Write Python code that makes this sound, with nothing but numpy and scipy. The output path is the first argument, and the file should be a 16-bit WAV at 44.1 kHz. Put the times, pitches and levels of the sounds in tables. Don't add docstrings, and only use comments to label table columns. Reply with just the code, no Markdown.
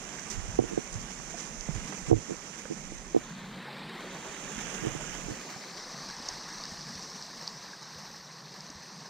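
import sys
import numpy as np
from scipy import signal
from scipy.fft import rfft, irfft, next_fast_len
from scipy.io import wavfile
from scipy.ndimage import uniform_filter1d, map_coordinates

SR = 44100
rng = np.random.default_rng(int(sys.argv[2]) if len(sys.argv) > 2 else 0)


def waveform_to_disk(signal):
    frames = np.transpose(np.atleast_2d(signal))
    scaled = np.clip(frames, -1, 1) * 32767
    samples = np.round(scaled).astype(np.int16)
    wavfile.write(sys.argv[1], SR, samples)


N = 400869

# (time [s], rush [dB], spray [dB], finest hiss [dB], gurgle [dB])
CREEK_LEVELS = [(0, -42.5, -41.5, -72, -52), (1.0, -44.5, -42, -74, -51.5), (2.1, -43.5, -41.5, -73, -50),
                (3.0, -46, -44.5, -75, -53.5), (3.5, -39.5, -40.5, -69, -49.5), (3.95, -37, -38, -69, -47),
                (4.4, -38, -38, -68, -51.5), (4.7, -38.5, -39, -66, -49), (4.87, -37.5, -39.5, -66, -44),
                (5.05, -39, -39.5, -65, -49), (5.35, -40, -40, -66, -48.5), (5.75, -40.5, -40, -67, -54.5),
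                (6.25, -39, -40.5, -67, -55), (6.9, -42, -40, -67, -53), (7.5, -42.5, -43, -66.5, -53),
                (8.3, -45, -46, -69, -55), (9.09, -44.5, -46, -71, -51.5)]
FINE_HISS_HZ = 11550


def creek(half_clear, clear, turned):
    # (frequency [Hz], level [dB])
    wet_tone = [(300, 3.5), (600, -5.5), (1000, -10.5), (2000, -11), (3000, -12), (4500, -26), (6000, -22),
                (7800, -26), (9500, -31), (11000, -34.8), (13000, -37), (15000, -46.9)]
    half_tone = [(300, -1), (700, -7), (950, -4), (1350, -8), (1850, -5), (2800, -12.4), (3900, -11.5),
                 (4800, -19.5), (6200, -35), (7800, -29), (9200, -32.5), (10900, -46), (12000, -43),
                 (15000, -43)]
    clear_tone = [(300, -0.5), (620, -5), (1090, 0), (1380, -7.5), (1800, -3), (2310, -10.5), (3300, -14.5),
                  (4100, -3.5), (6000, -1), (7000, -16), (8500, -17), (11000, -35.5), (12000, -33),
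                  (15000, -34)]
    # (frequency [Hz], level [dB])
    trail_tone = [(300, 4.5), (550, -1.5), (1100, -1), (1500, -3), (2000, -2), (3000, -6.5), (4200, -14),
                  (5200, -6.5), (6200, 1.1), (7200, -3.5), (8500, -13.5), (10000, -20.5), (12000, -29.5),
                  (15000, -40.7)]
    creek_tone = [(300, 0), (700, -5.5), (1050, -7.5), (1600, -1.5), (2200, -8), (2800, -3), (4100, -15.5),
                  (6300, 4), (7200, 0), (8000, -10.5), (8600, -6.5), (10300, -22), (12500, -35),
                  (15000, -36.3)]
    # (wet [dB], half clear [dB], clear [dB])
    left_spray_db = [-22.5, -14, -5]
    rush_db, spray_db, hiss_db, _ = curves(CREEK_LEVELS)
    rush_rise_db, spray_rise_db = spurts()
    rush_db, spray_db = rush_db + rush_rise_db, spray_db + spray_rise_db
    to_left, to_right, flurry_db = water()
    left_shares = [1 - half_clear - clear, half_clear, clear]
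    left = port([to_left] * 3, [wet_tone, half_tone, clear_tone], left_shares,
                rush_db - 7, [spray_db + db for db in left_spray_db])
    right = port(to_right, [trail_tone, creek_tone], [1 - turned, turned], rush_db, [spray_db] * 2)
    hiss = unit(filtered(to_right[0], lambda hz: above(hz, FINE_HISS_HZ, 40) * below(hz, 14800, 30)))
    flicker_db = 0.88 * flurry_db + 0.65 * wobble(14)
    right = filtered(right, lambda hz: below(hz, FINE_HISS_HZ, 40))
    return np.array([left, right + amp(hiss_db + spray_rise_db + flicker_db) * hiss])


def water():
    # (frequency [Hz], likeness [0-1])
    likeness = [(150, 0.99), (700, 0.5), (2000, 0.52), (4500, 0.47), (7000, 0.21), (12000, .05)]
    # (frequency [Hz], phase [radians])
    trail_lead = [(700, 0), (1380, -1.4), (1900, -0.2), (2400, 1.1), (3100, 4.1), (3800, 4.5), (4500, 7.5),
                  (5200, 7.5), (6000, 9), (9000, 12)]
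    creek_lead = [(900, .5), (1380, -0.9), (1900, -1.2), (2400, 1), (3100, 4.5), (3800, 6.5), (4500, 11),
                  (6000, 9.5), (9000, 8)]
    bubbles = shower(count=2500, centre_hz=1202.4, spread=0.2432, spiky_db=2,
                     cycles=6.64, rise=0.0507, size=900)
    ticks = [shower(count=6000, centre_hz=7160, spread=0.191, spiky_db=3.5, cycles=0.71, rise=0, size=60)
             for side in "LR"]
    shared, right_only = patchy_noise(depth_db=1.27)
    glugs = shower(count=500, centre_hz=653.4, spread=.3, spiky_db=2.5, cycles=9.7, rise=0.0406, size=2000)
    fizz = shower(count=9000, centre_hz=4500, spread=.35, spiky_db=2.5, cycles=12.2, rise=0.02, size=300)
    shared += amp(-16.5) * bubbles + amp(-21) * glugs + amp(-10) * fizz + amp(-13) * ticks[0]
    alike = [filtered(shared, lambda hz: along(likeness, hz) * np.exp(1j * along(lead, hz)))
             for lead in (trail_lead, creek_lead)]
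    unlike = filtered(right_only, lambda hz: np.sqrt(1 - along(likeness, hz) ** 2))
    right = np.array(alike) + unlike + amp(-11) * ticks[1]
    flurry_db = 0.42 * wobble(9) + flurries(count=170, jump_db=3.0, fade_s=0.015)
    return shared * amp(flurry_db), right * amp(flurry_db), flurry_db


def port(waters, tones, shares, rush_db, sprays_db):
    spray_hz = 3710
    out = 0
    for sound, tone, share, spray_db in zip(waters, tones, shares, sprays_db):
        colour = lambda hz: amp(along(tone, hz)) * above(hz, 240, 4)
        rush = unit(filtered(sound, lambda hz: colour(hz) * below(hz, spray_hz, 12)))
        spray = unit(filtered(sound, lambda hz: colour(hz) * above(hz, spray_hz, 12)))
        out = out + np.clip(share, 0, 1) * (amp(rush_db) * rush + amp(spray_db) * spray)
    return out


def spurts():
    # (time [s], length [s], rise of rush [dB], rise of spray [dB])
    bursts = [(0.3, 0.028, 2.5, 10.5), (0.927, 0.0062, 2, 7), (1.372, 0.074, 3.5, 4),
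              (1.875, 0.032, 1.5, 0.5), (1.925, 0.014, 5.5, 0), (3.894, 0.0022, 4, 11),
              (6.223, 0.0034, 3, 7), (6.291, .004, 2, 6)]
    rise_db = np.zeros((2, N))
    for start, length, rush_db, spray_db in bursts:
        t = np.arange(round(3 * length * SR)) / SR
        fade = 1 / (1 + (t / length) ** 3)
        at = round(start * SR)
        rise_db[:, at:at + len(t)] += np.outer([rush_db, spray_db], fade)
    return uniform_filter1d(rise_db, size=20)


def flurries(count, jump_db, fade_s):
    when, strength = rng.random((count, 2)).T
    jumps = np.bincount((when * N).astype(int), jump_db * strength, N)
    fade = np.exp(-np.arange(SR // 5) / SR / fade_s)
    return signal.fftconvolve(jumps, fade)[:N]


def gurgle():
    # (frequency [Hz], level [dB])
    near_tone = [(60, -120), (105, -32), (135, 0.5), (190, 4), (250, -2), (330, -24.5), (500, -25),
                 (900, -120)]
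    far_tone = [(70, -120), (105, -32), (128, 0.5), (165, 4.5), (220, -3), (300, -21), (500, -24),
                (900, -120)]
    leave_s, gone_s = 6.6, 7.93
    far = np.interp(np.arange(N) / SR, [leave_s, gone_s], [0, np.pi / 2])
    shared, right_only = np.cos(far) * toned_noise(near_tone) + np.sin(far) * toned_noise(far_tone)
    swell = amp(1.33 * wobble(13) + 1.9 * wobble(5))
    sound = unit(swell * np.array([shared, shared + .5 * right_only]))
    *_, gurgle_db = curves(CREEK_LEVELS)
    return amp(gurgle_db) * sound * amp([[0.1], [2.5]])


def raindrops(clear):
    # (time [s], level [dB], pitch [Hz])
    drops = [(0.196, -27, 6060), (0.3017, -33, 6690), (0.5566, -33, 7060), (0.942, -25, 6460),
             (1.0156, -31, 6210), (1.3857, -28, 6200), (1.4032, -25, 6160), (1.6094, -21.5, 6100),
             (2.2283, -35, 6370), (2.3675, -32, 6290), (2.9836, -34, 6050), (4.5191, -27, 6960),
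             (6.1424, -37, 4370), (6.2856, -25, 5640), (6.288, -17, 5620), (6.2899, -25, 5510),
             (6.6382, -24, 4733), (6.6543, -26, 5090), (6.9546, -29, 5460), (7.0259, -31, 5067),
             (7.1013, -32, 5700), (7.225, -27.5, 5010), (7.4769, -18.5, 4640), (7.8296, -30, 5500),
             (8.607, -30, 5100), (8.7023, -30, 6010)]
    low_hz, high_hz, wet_db = 3800, 7400, -15
    ticks = splashes(*np.transpose(drops), cycles=1.7, rebound_db=-5.5)
    ticks = filtered(ticks, lambda hz: above(hz, low_hz, 10) * below(hz, high_hz, 10))
    return np.array([ticks * amp(8.5 + wet_db * (1 - clear)), ticks * amp(11.5)])


def plops():
    # (time [s], level [dB], pitch [Hz], fade time [cycles])
    hits = [(.187, -39, 1920, 2.7), (1.34, -41.5, 692, 4.8), (1.687, -29, 416, 0.97),
            (1.924, -33, 890, 0.52), (2.654, -34.5, 1490, 0.88), (2.655, -35, 465, 1.8),
            (2.92, -29, 370, 2.2), (3.68, -36.5, 844, 7.1), (4.044, -28, 417, 1.8), (4.578, -35, 230, 1.5),
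            (5.039, -38, 1410, 2.3), (5.285, -31, 302, 2.1), (5.315, -37, 335, 2.5), (5.56, -42, 780, 4.8),
            (5.639, -32, 1890, 2.7), (6.1, -32, 1780, 2.6), (6.199, -34, 247, 1.4),
            (6.29, -34, 740.5, 1.52), (6.475, -31, 1140, 2.6), (6.718, -37, 230, 1.4),
            (7.733, -35.5, 1656, 4), (8.699, -35.5, 286.2, 1.7)]
    return splashes(*np.transpose(hits), rebound_db=-1) * amp([[0], [11]])


def splashes(times, db, hz, cycles, rebound_db):
    rebound_s = 0.00129
    hit = rings(times, amp(db), hz, cycles, size=2000)
    return hit + amp(rebound_db) * np.roll(hit, round(rebound_s * SR))


def footsteps(clear):
    # (time [s], level [dB], pitch [Hz])
    steps = [(0.332, -39, 125), (0.374, -29, 88), (0.41, -34, 55), (0.485, -31, 103), (0.59, -19.5, 123),
             (0.637, -34, 123), (0.721, -33, 174), (0.774, -29, 142), (0.952, -27.5, 103), (1.19, -36, 150),
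             (1.688, -20.5, 152), (1.751, -26, 109), (2.08, -27, 145), (2.116, -8.5, 114),
             (2.152, -21.5, 106), (2.312, -30, 170), (2.7, -32.5, 160), (3.166, -28, 135),
             (3.429, -34, 120), (4.66, -40, 173), (4.821, -28, 151), (4.866, -23, 131), (4.911, -34, 133),
             (4.956, -32, 135), (5.259, -31, 162), (5.307, -27, 126), (5.56, -34, 140), (6.3, -46, 85),
             (6.72, -41, 95), (6.945, -40, 83), (7.95, -44, 80), (8.75, -41, 80)]
    times, db, hz = np.transpose(steps)
    thuds = rings(times, amp(db + 6.5), hz, cycles=1.6, size=4000, contact_s=0.00782)
    return np.array([amp(-30 + 20 * clear) * thuds, thuds])


def mount_knocks():
    # (pitch [Hz], level [dB], time to fade by 60 dB [s])
    notes = [(233, -7.5, 0.067), (318.6, 3.5, 0.057), (447.6, 4, 0.037), (593, -6, 0.024), (719, -1, 0.027),
             (900, -8, 0.015)]
    times, knock_db = mount_contacts()
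    scatter_db = rng.normal(0, 0.36, (len(times), len(notes)))
    hard_db = -14
    tilt_db = 0.45 * np.minimum(knock_db - hard_db, 0)
    out = np.zeros((2, N))
    for (hz, note_db, fade_s), random_db in zip(notes, scatter_db.T):
        octaves = np.log2(hz / 330)
        gain = amp(knock_db + tilt_db * octaves + note_db + random_db)
        cycles = hz * fade_s / np.log(1000)
        note = rings(times, gain, np.full(len(times), hz), cycles, size=2500, contact_s=0.00415)
        out[0] -= amp(-10.5 + 1.5 * octaves) * note
        out[1] += note
    return out


def mount_contacts():
    # (time [s], level [dB])
    knocks = [(0.588, -5), (0.596, -13), (0.774, -15.5), (0.788, -28), (2.112, -2), (2.127, -2.5),
              (3.145, -10), (3.162, -4), (3.176, -29), (4.868, -23.5), (4.948, -28.5), (5.281, -30)]
    # (time [s], length [s], level [dB])
    rattles = [(0.605, 0.039, -22), (0.693, 0.061, -28.5), (2.077, 0.041, -25), (2.14, 0.059, -30),
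               (2.278, 0.065, -25.5), (2.691, 0.039, -25), (4.82, 0.066, -25), (5.282, .055, -28)]
    gap_s, hits = .011, 7
    start, length, rattle_db = np.transpose(rattles)[:, :, None]
    jitter, scatter = rng.normal(0, 1, (2, len(rattles), hits))
    delay = gap_s * (np.arange(hits) + .5 + .15 * jitter)
    swell = np.sin(np.pi * np.clip(delay / length, 0, 1)) + 1e-6
    level_db = rattle_db + 20 * np.log10(swell) + 1.5 * scatter
    return np.hstack([np.transpose(knocks), [(start + delay).ravel(), level_db.ravel()]])


def wind():
    # (time [s], level [dB])
    gusts = [(0.0, -56), (0.17, -65), (0.38, -40.5), (0.91, -58), (0.93, -41.5), (1.41, -62), (1.8, -38),
             (1.92, -67), (2.15, -29.5), (2.25, -59), (2.76, -64), (2.81, -50), (3.82, -62), (5.32, -48),
             (5.62, -78), (5.9, -56), (8.45, -78), (9.09, -75)]
    # (frequency [Hz], level [dB])
    rumble_tone = [(15, -13), (30, 10.5), (50, 6.5), (75, -16), (200, -120)]
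    shudder_tone = [(30, -62), (55, 6), (80, 4), (115, -2), (140, -29), (300, -120)]
    rumble_db, = curves(gusts)
    calm_db = -55
    shudder_db = -63 + 0.4 * (rumble_db - calm_db)
    buffeting = amp(2.2 * wobble(3.6) + np.array([3.7 * wobble(11), 1.4 * wobble(9)]))
    rumble = amp(rumble_db) * unit(buffeting * toned_noise(rumble_tone))
    shudder = amp(shudder_db) * unit(buffeting * toned_noise(shudder_tone))
    return (rumble + shudder) * amp([[-5], [4.5]])


def rings(times, gain, hz, cycles, size, rise=0, contact_s=0):
    t = np.arange(size) / SR
    age = t * (hz / cycles)[:, None]
    envelope = np.exp(-age) * (1 - np.exp(-5 * age)) ** 2
    wave = np.cos(2 * np.pi * hz[:, None] * (t * (1 + rise * age) - contact_s))
    at = np.round(times * SR).astype(int)[:, None] + np.arange(size)
    return np.bincount(at.ravel(), (gain[:, None] * envelope * wave).ravel(), N + size)[:N]


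def shower(count, centre_hz, spread, spiky_db, cycles, rise, size):
    when, softness, pitch = rng.random((count, 3)).T
    hz = np.clip(centre_hz * (pitch / (1 - pitch)) ** spread, 200, 14000)
    gain = amp(-spiky_db * np.log(softness + 0.023))
    return unit(rings(when * N / SR, gain, hz, cycles, size, rise))


def patchy_noise(depth_db):
    spectrum = signal.stft(rng.standard_normal((2, N)), nperseg=512)[2]
    patches = rng.standard_normal(spectrum.shape[1:])
    patches = uniform_filter1d(uniform_filter1d(patches, 8, axis=0), 8, axis=1)
    spectrum *= amp(depth_db * patches / patches.std())
    return unit(signal.istft(spectrum, nperseg=512)[1][:, :N])


def toned_noise(tone):
    return filtered(rng.standard_normal((2, N)), lambda hz: amp(along(tone, hz)))


def amp(db):
    return 10 ** (np.asarray(db) / 20)


def unit(x):
    return x / np.sqrt(np.mean(x ** 2, axis=-1, keepdims=True) + 1e-20)


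def along(points, hz):
    frequencies, values = np.transpose(points)
    return np.interp(np.log(hz + 1), np.log(frequencies + 1), values)


def curves(rows):
    times, *columns = np.transpose(rows)
    return [np.interp(np.arange(N) / SR, times, column) for column in columns]


def wobble(rate):
    return map_coordinates(rng.standard_normal(int(N * rate / SR) + 4), [np.arange(N) * rate / SR])


def filtered(x, response):
    size = next_fast_len(N + 8192)
    return irfft(rfft(x, size) * response(np.fft.rfftfreq(size, 1 / SR)), size)[..., :N]


def below(hz, edge_hz, steepness):
    return 1 / (1 + (hz / edge_hz) ** steepness)


def above(hz, edge_hz, steepness):
    return 1 - below(hz, edge_hz, steepness)


def scene():
    # (time [s], left port half clear [0-1], left port clear [0-1], turned to creek [0-1])
    camera_state = [(0, 0.17, 0.02, 0.25), (3.1, 0.3, 0, 0.04), (3.35, 1, 0.02, 1), (5.15, 0.22, 0, 0.75),
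                    (5.3, 0, 0.4, 0.5), (5.9, 0, 0.98, 1)]
    half_clear, clear, turned = curves(camera_state)
    forest = creek(half_clear, clear, turned) + wind() + gurgle() + raindrops(clear) + plops()
    return forest + footsteps(clear) + mount_knocks()


def record(dry):
    # (time [s], share [0-1])
    right_share = [(0, 0.96), (2.95, 0.98), (3.2, 0.59), (3.4, 0.24), (3.7, 0), (3.92, 0), (4.2, 0.4),
                   (4.75, 0.94), (5.15, 1), (5.45, 0.46), (5.9, 0.07), (6.3, 0), (6.6, 0)]
    limit, recover_s, top_hz = .55, 0.027, 15800
    share, = curves(right_share)
    difference = filtered(dry[1] - dry[0], lambda hz: below(hz, FINE_HISS_HZ, 40))
    mix = np.array([dry[0], dry[1] - (1 - share) * difference])
    cut = 1 - np.minimum(1, limit / (np.abs(mix).max(0) + 1e-9))
    fade = np.arange(N) / SR / recover_s
    held_cut = np.exp(np.maximum.accumulate(np.log(cut + 1e-9) + fade) - fade)
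    gain = 1 - uniform_filter1d(held_cut, size=90, origin=-30)
    return filtered(mix * gain, lambda hz: hz < top_hz)


dry = scene()
out = record(dry)
waveform_to_disk(out)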